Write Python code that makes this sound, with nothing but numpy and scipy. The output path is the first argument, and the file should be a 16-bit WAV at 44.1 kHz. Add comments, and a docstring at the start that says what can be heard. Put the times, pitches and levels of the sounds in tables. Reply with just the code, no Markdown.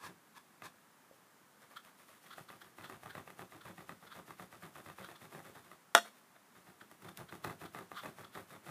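"""A makeup brush is dabbed and swirled in a small plastic pot, about eight strokes a second, in a quiet small room.
Slip noise shaped by spectra makes the hiss of the bristles and the soft thuds; short rings make the ticks
of pot and tool; two resonances sing when the rim scrapes. Three longer sweeps fall in the first second.
In a pause one hard plastic case clacks loudly: a chattering crack plus ringing modes.
Echoes and a short tail answer the handling, over steady room air and microphone hiss."""
import sys
import numpy as np
from scipy import signal
from scipy.fft import rfft, irfft
from scipy.io import wavfile
from scipy.ndimage import uniform_filter1d

SR = 44100
rng = np.random.default_rng(int(sys.argv[2]) if len(sys.argv) > 2 else 0)


def transcribe(signal):
    """Save signal, clipped to [-1, 1], as a 16-bit WAV file at the path in sys.argv[1]."""
    frames = np.atleast_2d(signal).T
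    limited = np.clip(frames, -1, 1)
    pcm = np.round(limited * 32767).astype(np.int16)
    wavfile.write(sys.argv[1], SR, pcm)


N = 383669
TIME = np.arange(N) / SR
TICK_S = 0.005  # span over which a tick has rms 1
CLACK_S, CLACK_DB = 5.9496, -12

# brush strokes: landing t/s, push length/s, force/dB, landing knock/dB
STROKES = [(0.037, .03, -65, -49.5), (.085, .015, -61, -69), (.621, 0.037, -62, -44.5),
           (1.62, .015, -61.5, -66), (1.71, .06, -62.5, -64), (1.849, 0.045, -64, -66),
           (1.995, .04, -65.5, -70), (2.089, 0.086, -65, -67), (2.24, .1, -64.5, -70),
           (2.382, .02, -55, -48.5), (2.502, 0.056, -61.5, -47), (2.618, 0.069, -65, -64),
           (2.785, 0.063, -58.5, -48.5), (2.898, 0.052, -55.5, -46), (3.034, .06, -57, -52),
           (3.152, .05, -55, -43), (3.276, 0.036, -60, -47.5), (3.393, 0.028, -54.5, -46),
           (3.522, 0.049, -60, -51), (3.655, .055, -56, -48), (3.781, .04, -58, -50),
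           (3.893, 0.026, -56.5, -42.5), (4.027, 0.054, -64, -57), (4.155, 0.04, -55.5, -61),
           (4.28, .04, -59, -54), (4.397, .035, -55.5, -47), (4.527, .03, -60, -53.5),
           (4.628, 0.039, -56, -60), (4.756, .04, -57, -50), (4.862, 0.049, -57, -50.5),
           (4.985, .05, -56.5, -47.5), (5.088, 0.038, -59, -48.5), (5.216, .04, -59, -53),
           (5.325, .07, -55, -54), (5.45, 0.048, -58.5, -64), (5.556, 0.031, -58.5, -55),
           (5.65, 0.039, -66, -67), (5.715, 0.014, -64, -49.5), (6.555, 0.03, -65, -67),
           (6.67, .03, -63, -63), (6.811, .01, -65, -62), (6.914, 0.0076, -65, -59),
           (7.021, 0.0091, -65, -60), (7.048, 0.044, -58.5, -60), (7.181, .04, -57, -58),
           (7.325, 0.026, -55.5, -46.5), (7.447, .07, -51.5, -37), (7.615, 0.027, -54.5, -49),
           (7.748, .075, -55.5, -43), (7.917, 0.024, -61, -43.5), (8.035, 0.054, -52.5, -47),
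           (8.185, 0.054, -57, -59), (8.352, 0.048, -53, -51), (8.505, 0.058, -57, -59.5),
           (8.665, 0.035, -53, -53)]
# spectrum of the tuft rubbing a surface: f/Hz, relative density/dB
RUB_SPECTRUM = [(100, -44.5), (450, -1), (650, 2.5), (900, -2.5), (1200, 4), (1700, 0.5), (2200, -3.5),
                (3000, -17.5), (3600, -8), (5000, -28), (15000, -47.5)]
# spectrum of bristle hiss and bright edges: f/Hz, relative density/dB
BRISTLE_SPECTRUM = [(100, -46.5), (1000, -2.5), (3000, 1.5), (4000, -1.5), (5500, -4), (8000, -3.5),
                    (10000, -1.5), (13000, -3), (15000, -5.5)]


def gain_of(db):
    """Decibels to amplitude."""
    return 10 ** (np.asarray(db) / 20)


def evened(x):
    """Scales to rms 1."""
    return x / np.sqrt(np.mean(x ** 2) + 1e-20)


def read(points, hz):
    """Interpolates a table on a log-frequency axis."""
    f, value = np.transpose(points)
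    return np.interp(np.log(hz + 1), np.log(f + 1), value)


def add(mix, s, sound):
    """Mixes a sound in at time s."""
    part = mix[round(s * SR):][:len(sound)]
    part += sound[:len(part)]


def coloured(x, spectrum):
    """Filters a steady excitation of N samples by a spectrum, to rms 1."""
    hz = np.fft.rfftfreq(N, 1 / SR)
    return evened(irfft(rfft(x) * gain_of(read(spectrum, hz)), N))


def slips(per_s, spread_db, smooth, size=N):
    """Tiny stick-slip pulses of uneven size over a smooth rubbing noise."""
    sizes = gain_of(spread_db * np.minimum(rng.exponential(1, size), 3))
    signs = rng.choice([-1, 1], size)
    happens = rng.random(size) < per_s / SR
    pulses = evened(sizes * signs * happens)
    return evened(pulses + smooth * rng.standard_normal(size))


def friction(spectrum, per_s, spread_db, smooth):
    """Slips heard through a body that colours them."""
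    return coloured(slips(per_s, spread_db, smooth), spectrum)


def chatter(length_s, rise_s=1e-5, size=1024):
    """A short burst of micro-contacts, its spectrum evened out, at unit energy."""
    t = TIME[1:size + 1]
    fade = np.exp(-t / length_s) * (1 - np.exp(-t / rise_s))
    burst = rng.standard_normal(size) * fade
    for _ in range(3):  # alternately flatten the spectrum and restore the fade
        z = rfft(burst)
        burst = irfft(z / (abs(z) + 1e-9), size) * np.sqrt(fade)
    return burst / np.linalg.norm(burst)


def tick(spectrum, uneven_db, size=2048):
    """Causal (minimum-phase) ring of one contact; each spot struck favours other resonances."""
    hz = np.fft.rfftfreq(size, 1 / SR)
    spot = evened(uniform_filter1d(rng.standard_normal(len(hz)), size=7))
    log_gain = np.log(gain_of(read(spectrum, hz) + uneven_db * spot))
    circle = np.concatenate([log_gain, log_gain[-2:0:-1]])
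    ring = np.fft.ifft(np.exp(np.conj(signal.hilbert(circle)))).real
    return ring / np.linalg.norm(ring) * np.sqrt(TICK_S * SR)


def resonance(x, hz, width_hz):
    """A resonance with broad skirts, at rms 1."""
    b, a = signal.iirpeak(hz, hz / width_hz, fs=SR)
    return evened(signal.lfilter(b, a, x))


def pressure(times, rises, falls, levels_db):
    """Amplitude of a run of strokes, each swelling to its peak and letting go."""
    t, power = TIME[::32], 0
    for s, rise, fall, db in zip(times, rises, falls, levels_db):
        swell = np.exp(-((t - s) / np.where(t < s, rise, fall)) ** 2)
        power = power + (gain_of(db) * swell) ** 2
    return np.interp(TIME, t, np.sqrt(power))


def dabs():
    """The bristle tips touch first, then the tuft rubs the pot, then the push thuds through it."""
    # spectrum of the pot's soft thud: f/Hz, relative density/dB
    thud_spectrum = [(20, -40), (45, -27), (75, -11.5), (115, -3), (170, -1), (260, -11), (350, -3),
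                     (480, -14.5), (700, -10.5), (1200, -16), (3000, -59)]
    # the grip shifts how force is shared: t/s, thud over rub/dB, bristle hiss over rub/dB
    grip_table = [(.1, 5, -13), (.6, 7.5, -16), (1.6, -9, -9.5), (2.2, -7, -1.5), (2.5, 1.5, -5),
                  (3.4, 2.5, -6), (5.3, 1, -5), (6.6, 3.5, -8), (7.1, 5.5, -5.5), (7.6, 4, -4.5),
                  (8.6, 0, -5)]
    # about a firm stroke, thud grows faster than the force and hiss slower (dB per dB)
    firm_db, thud_growth, hiss_growth = -58, 1.28, 0.6
    s, _, force_db, _ = np.transpose(STROKES)
    grip_s, thud_share_db, hiss_share_db = np.transpose(grip_table)
    over_firm_db = force_db - firm_db
    thud_db = firm_db + thud_growth * over_firm_db + np.interp(s, grip_s, thud_share_db)
    hiss_db = firm_db + hiss_growth * over_firm_db + np.interp(s, grip_s, hiss_share_db)
    hiss = friction(BRISTLE_SPECTRUM, per_s=3200, spread_db=6.5, smooth=0.64)
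    hiss = hiss * pushes(hiss_db, lag_s=0.001, attack_s=0.024, release_s=0.037)
    rub = friction(RUB_SPECTRUM, per_s=600, spread_db=3.5, smooth=0.4)
    rub = rub * pushes(force_db, lag_s=0.0016, attack_s=0.0077, release_s=0.0133)
    thud = friction(thud_spectrum, per_s=460, spread_db=1.5, smooth=0.44)
    thud = thud * pushes(thud_db, lag_s=0.0093, attack_s=0.0096, release_s=0.017)
    return hiss + rub + thud


def pushes(levels_db, lag_s, attack_s, release_s):
    """Amplitude of all the strokes: each drags in, swells, holds while easing off, and lets go."""
    ease_db_per_s = -57
    lead_db, lead_s = -10, 0.033  # tips drag in ahead of the landing: level under the push, swell time
    t, power = TIME[::32], 0
    for (s, length_s, _, _), db in zip(STROKES, levels_db):
        age = t - s - lag_s
        early = np.minimum(age, 0)
        swell = np.maximum(np.exp(-(early / attack_s) ** 2), gain_of(lead_db) * np.exp(early / lead_s))
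        release = np.exp(-np.maximum(age - length_s, 0) / release_s)
        eased_db = db + ease_db_per_s * np.clip(age, 0, length_s)
        power = power + (gain_of(eased_db) * swell * release) ** 2
    return np.interp(TIME, t, np.sqrt(power))


def taps(knock_s=0.001625, edge_s=0.0034):
    """Each tick is a damped knock of the pot with a bright, gritty edge."""
    # extra ticks of the tool on the pot: bounces, bright clicks at landings, separate taps:
    # t/s, knock/dB, sharp edge/dB
    extra_ticks = [(1.849, -72, -62), (2.8425, -46, -63), (3.059, -49.5, -70), (3.182, -47, -75),
                   (3.303, -48, -61), (4.3066, -45.5, -59), (4.9, -48.5, -66), (5.0456, -51, -56),
                   (5.3488, -50.5, -72), (5.4026, -52.5, -70), (6.9137, -60, -60), (7.0908, -62.5, -58),
                   (7.1733, -73, -46), (7.352, -59, -58), (7.4455, -50, -47), (7.4978, -44, -65),
                   (7.7878, -42.5, -54), (8.057, -43.5, -66), (8.3742, -46, -61)]
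    # spectrum of the knocked pot: f/Hz, relative density/dB
    knock_spectrum = [(100, -22.5), (350, -4), (480, -4), (760, 2), (1020, -4), (1210, 7), (1400, -7.5),
                      (2030, 0), (2320, -25.5), (2570, -3.5), (3000, -25.5), (3800, -16.5), (5000, -33.5),
                      (15000, -28.5)]
    out = np.zeros(N)
    for s, knock_db, edge_db in list(extra_ticks) + contacts():
        knock = tick(knock_spectrum, uneven_db=2.6)
        edge = tick(BRISTLE_SPECTRUM, uneven_db=2.2)
        add(out, s, gain_of(knock_db) * np.convolve(knock, chatter(knock_s)))
        add(out, s, gain_of(edge_db) * np.convolve(edge, chatter(edge_s)))
    return out


def contacts(count=4):
    """A stroke lands, may bounce and catches at random: rows (t/s, knock/dB, edge/dB)."""
    edge_under_force_db = -9
    bounce_s, bounce_db = 0.026, -1  # after landing; against midway between knock and push
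    # stray catches during the push: rate, knock and edge against force, scatter
    stray_per_s, stray_db, stray_edge_db, stray_spread_db = 25, -3, -8, 1.5
    rows = []
    for s, length_s, force_db, knock_db in STROKES:
        edge_db = force_db + edge_under_force_db
        rows.append((s, knock_db, edge_db))
        if length_s > bounce_s:  # the shortest dabs lift off first
            rows.append((s + bounce_s, (knock_db + force_db) / 2 + bounce_db, edge_db))
        draws = zip(rng.random(count), rng.random(count), rng.standard_normal(count))
        for chance, place, scatter in draws:
            if chance < stray_per_s * length_s / count:
                catch_db = force_db + stray_spread_db * scatter
                rows.append((s + place * length_s, catch_db + stray_db, catch_db + stray_edge_db))
    return rows


def scrapes(low_width_hz=320, high_width_hz=480, dust_db=-11.5, bottom_hz=900, top_hz=4400):
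    """Quick slips on the rim sing in two resonances of the pot; the lower shifts with the grip."""
    # the tool slides on the rim: t/s, swell/s, level/dB, low resonance f/Hz
    rim_slides = [(1.771, 0.0087, -46.5, 1400), (2.268, .006, -55.5, 1890), (2.313, .009, -52, 1310),
                  (2.333, 0.0096, -50.5, 1400), (2.491, 0.0058, -52.5, 1194), (2.62, 0.0075, -49.5, 1490),
                  (2.851, 0.015, -48.5, 1310), (3.107, .011, -50, 1500), (3.617, 0.0078, -53.5, 1460),
                  (4.075, .008, -55, 1434), (4.123, .016, -52, 1360), (5.05, .022, -52.5, 1410),
                  (5.162, 0.0088, -53, 1200), (6.814, 0.0076, -55.5, 1440), (7.088, .004, -49.5, 1324),
                  (7.294, 0.0097, -54, 1530), (7.446, 0.0053, -42, 1180), (7.659, 0.0082, -48, 1285),
                  (7.982, .027, -45, 1280), (8.249, 0.0053, -51, 1245), (8.35, .02, -56, 1470)]
    rim_hz, rim_db = 3320, -7.5  # upper resonance, level against the lower
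    out, t = np.zeros(N), np.arange(-SR // 10, SR // 10) / SR
    # a small pot radiates the middle range
    small_body = signal.butter(3, [bottom_hz, top_hz], "band", fs=SR, output="sos")
    for s, swell_s, db, low_hz in rim_slides:
        drive = signal.sosfilt(small_body, slips(per_s=1500, spread_db=2, smooth=0.6, size=len(t)))
        low = resonance(drive, low_hz, low_width_hz)
        high = gain_of(rim_db) * resonance(drive, rim_hz, high_width_hz)
        dust = gain_of(dust_db) * rng.standard_normal(len(t))
        swell = np.exp(-(t / swell_s) ** 2)
        add(out, s + t[0], gain_of(db) * swell * evened(low + high + dust))
    return out


def sweeps():
    """The whole tuft drags over a surface and flicks off: slip noise under smooth swells."""
    # long brush sweeps: t/s, rise/s, fall/s, level/dB
    sweep_table = [(0.063, 0.046, 0.019, -48.5), (0.38, 0.026, 0.0053, -54), (0.661, 0.028, 0.014, -48)]
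    # spectrum of the dragging tuft: f/Hz, relative density/dB
    swish_spectrum = [(100, -12), (700, -16), (980, 1), (1150, -1), (1450, -11), (1680, 2.5), (1950, -17),
                      (2450, -9), (2950, -19), (3400, -11.5), (4500, -16.5), (8500, -21), (10000, -19.5),
                      (15000, -27)]
    swish = friction(swish_spectrum, per_s=1800, spread_db=0.0, smooth=0.82)
    return swish * pressure(*np.transpose(sweep_table))


def clack(chatter_s=0.0017):
    """Hard plastic cracks and chatters for a moment."""
    # spectrum of the crack: f/Hz, relative density/dB
    crack_spectrum = [(100, -43), (330, -12.5), (480, -13), (690, 6), (800, -18), (900, -3), (1080, -9.5),
                      (1300, 3), (1900, -2), (2300, -13), (3350, -6.5), (4650, -18.5), (5500, -14),
                      (15000, -26.5)]
    out = np.zeros(N)
    contact = chatter(chatter_s, rise_s=0.00059)
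    add(out, CLACK_S, gain_of(CLACK_DB) * np.convolve(contact, tick(crack_spectrum, uneven_db=3.0)))
    return out


def case_ring(ring_db=-14, swell_s=0.0022):
    """The clack leaves the case and the desk under it ringing in decaying modes."""
    # modes of the case: f/Hz, level/dB, t60/s
    mode_table = [(213.6, -19.5, 0.32), (538, -1, 0.11), (620, -11, 0.13), (691, -2.5, 0.18), (853, 1, 0.1),
                  (962, -22, 0.052), (1217, -3, 0.073), (1214, -1.5, 0.11), (1396, -8, 0.071),
                  (1520, -11, 0.088), (1664, 1.5, 0.073), (1776, -1, .11), (2090, -11, 0.11),
                  (2200, -6.5, 0.035), (2795, -11, 0.16), (3590, -17.5, 0.079), (3820, -10, 0.14),
                  (4300, -19, 0.29)]
    out, t = np.zeros(N), TIME[:SR // 3]
    ring = np.zeros(len(t))
    for hz, db, t60 in mode_table:
        decay = np.exp(-np.log(1000) * t / t60)
        ring += gain_of(db) * decay * np.sin(2 * np.pi * (hz * t + rng.random()))
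    add(out, CLACK_S, gain_of(CLACK_DB + ring_db) * ring * np.minimum(t / swell_s, 1))
    return out


def slides():
    """Things shift briefly on the desk: a dry rub with a little hiss."""
    # slides on the desk: t/s, rise/s, fall/s, rub/dB, hiss/dB
    slide_table = [(1.15, .02, .03, -90, -70.5), (6.068, 0.027, 0.021, -55.5, -60.5),
                   (6.18, 0.045, .025, -72, -69), (6.361, 0.0067, .011, -60.5, -80)]
    s, rise, fall, rub_db, hiss_db = np.transpose(slide_table)
    rub = friction(RUB_SPECTRUM, per_s=820, spread_db=4, smooth=0.74)
    hiss = friction(BRISTLE_SPECTRUM, per_s=670, spread_db=3, smooth=0.6)
    return rub * pressure(s, rise, fall, rub_db) + hiss * pressure(s, rise, fall, hiss_db)


def bumps():
    """Soft, dull contacts that wake one low mode only, a decaying sine."""
    # small bumps: t/s, f/Hz, t60/s, level/dB
    bump_table = [(1.112, 545, 0.026, -47.5), (2.096, 644, 0.048, -57)]
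    out, t = np.zeros(N), TIME[:SR // 4]
    for s, hz, t60, db in bump_table:
        add(out, s, gain_of(db - 60 * t / t60) * np.sin(2 * np.pi * hz * t))
    return out


def room(x, tail_db=-15, build_s=0.0095):
    """A few echoes, smeared by the clutter they bounce off, then a short diffuse tail."""
    # desk, walls and ceiling, against the direct sound: delay t/s, level/dB
    echo_table = [(0.0103, -17), (0.019, -15.5), (0.0273, -15), (0.034, -20)]
    # decay of the tail: f/Hz, t60/s
    decay_table = [(120, 0.41), (500, 0.18), (1500, 0.14), (4000, 0.28), (12000, 0.28)]
    size = SR // 2
    hz, t, z = signal.stft(rng.standard_normal(size), SR, nperseg=256)
    decay = np.exp(-np.log(1000) * t / read(decay_table, hz)[:, None])
    tail = signal.istft(z * decay, SR, nperseg=256)[1][:size]
    tail = tail * (1 - np.exp(-(TIME[:size] / build_s) ** 2))
    response = gain_of(tail_db) * tail / np.linalg.norm(tail)
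    response[0] += 1  # direct sound
    for s, db in echo_table:
        add(response, s, gain_of(db) * chatter(0.0027))
    return signal.fftconvolve(x, response / np.linalg.norm(response))[:N]


def floor(level_db=-65.5):
    """Steady room air and microphone hiss: coloured noise."""
    # spectrum of the floor: f/Hz, relative density/dB
    floor_spectrum = [(20, -34.5), (45, -25.5), (80, -16.5), (130, -6), (220, 0), (300, -4.5), (560, -7.5),
                      (1150, -4.5), (1700, -7.5), (2500, -14.5), (4500, -18.5), (10000, -18.5),
                      (15000, -21)]
    return gain_of(level_db) * coloured(rng.standard_normal(N), floor_spectrum)


def scene():
    """All the handling sounds in the room, plus the case's ring and the floor."""
    handling = dabs() + taps() + scrapes() + sweeps() + slides() + bumps() + clack()
    return (room(handling) + case_ring() + floor())[None]


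def record(dry, bass_hz=60, top_hz=15400):
    """The small microphone drops the deep bass; then a steep low-pass limits the band."""
    thin = signal.sosfilt(signal.butter(2, bass_hz, "high", fs=SR, output="sos"), dry)
    low_pass = signal.firwin(511, top_hz, window=("kaiser", 9), fs=SR)
    return signal.oaconvolve(thin, low_pass[None], "same")


dry = scene()
out = record(dry)
transcribe(out)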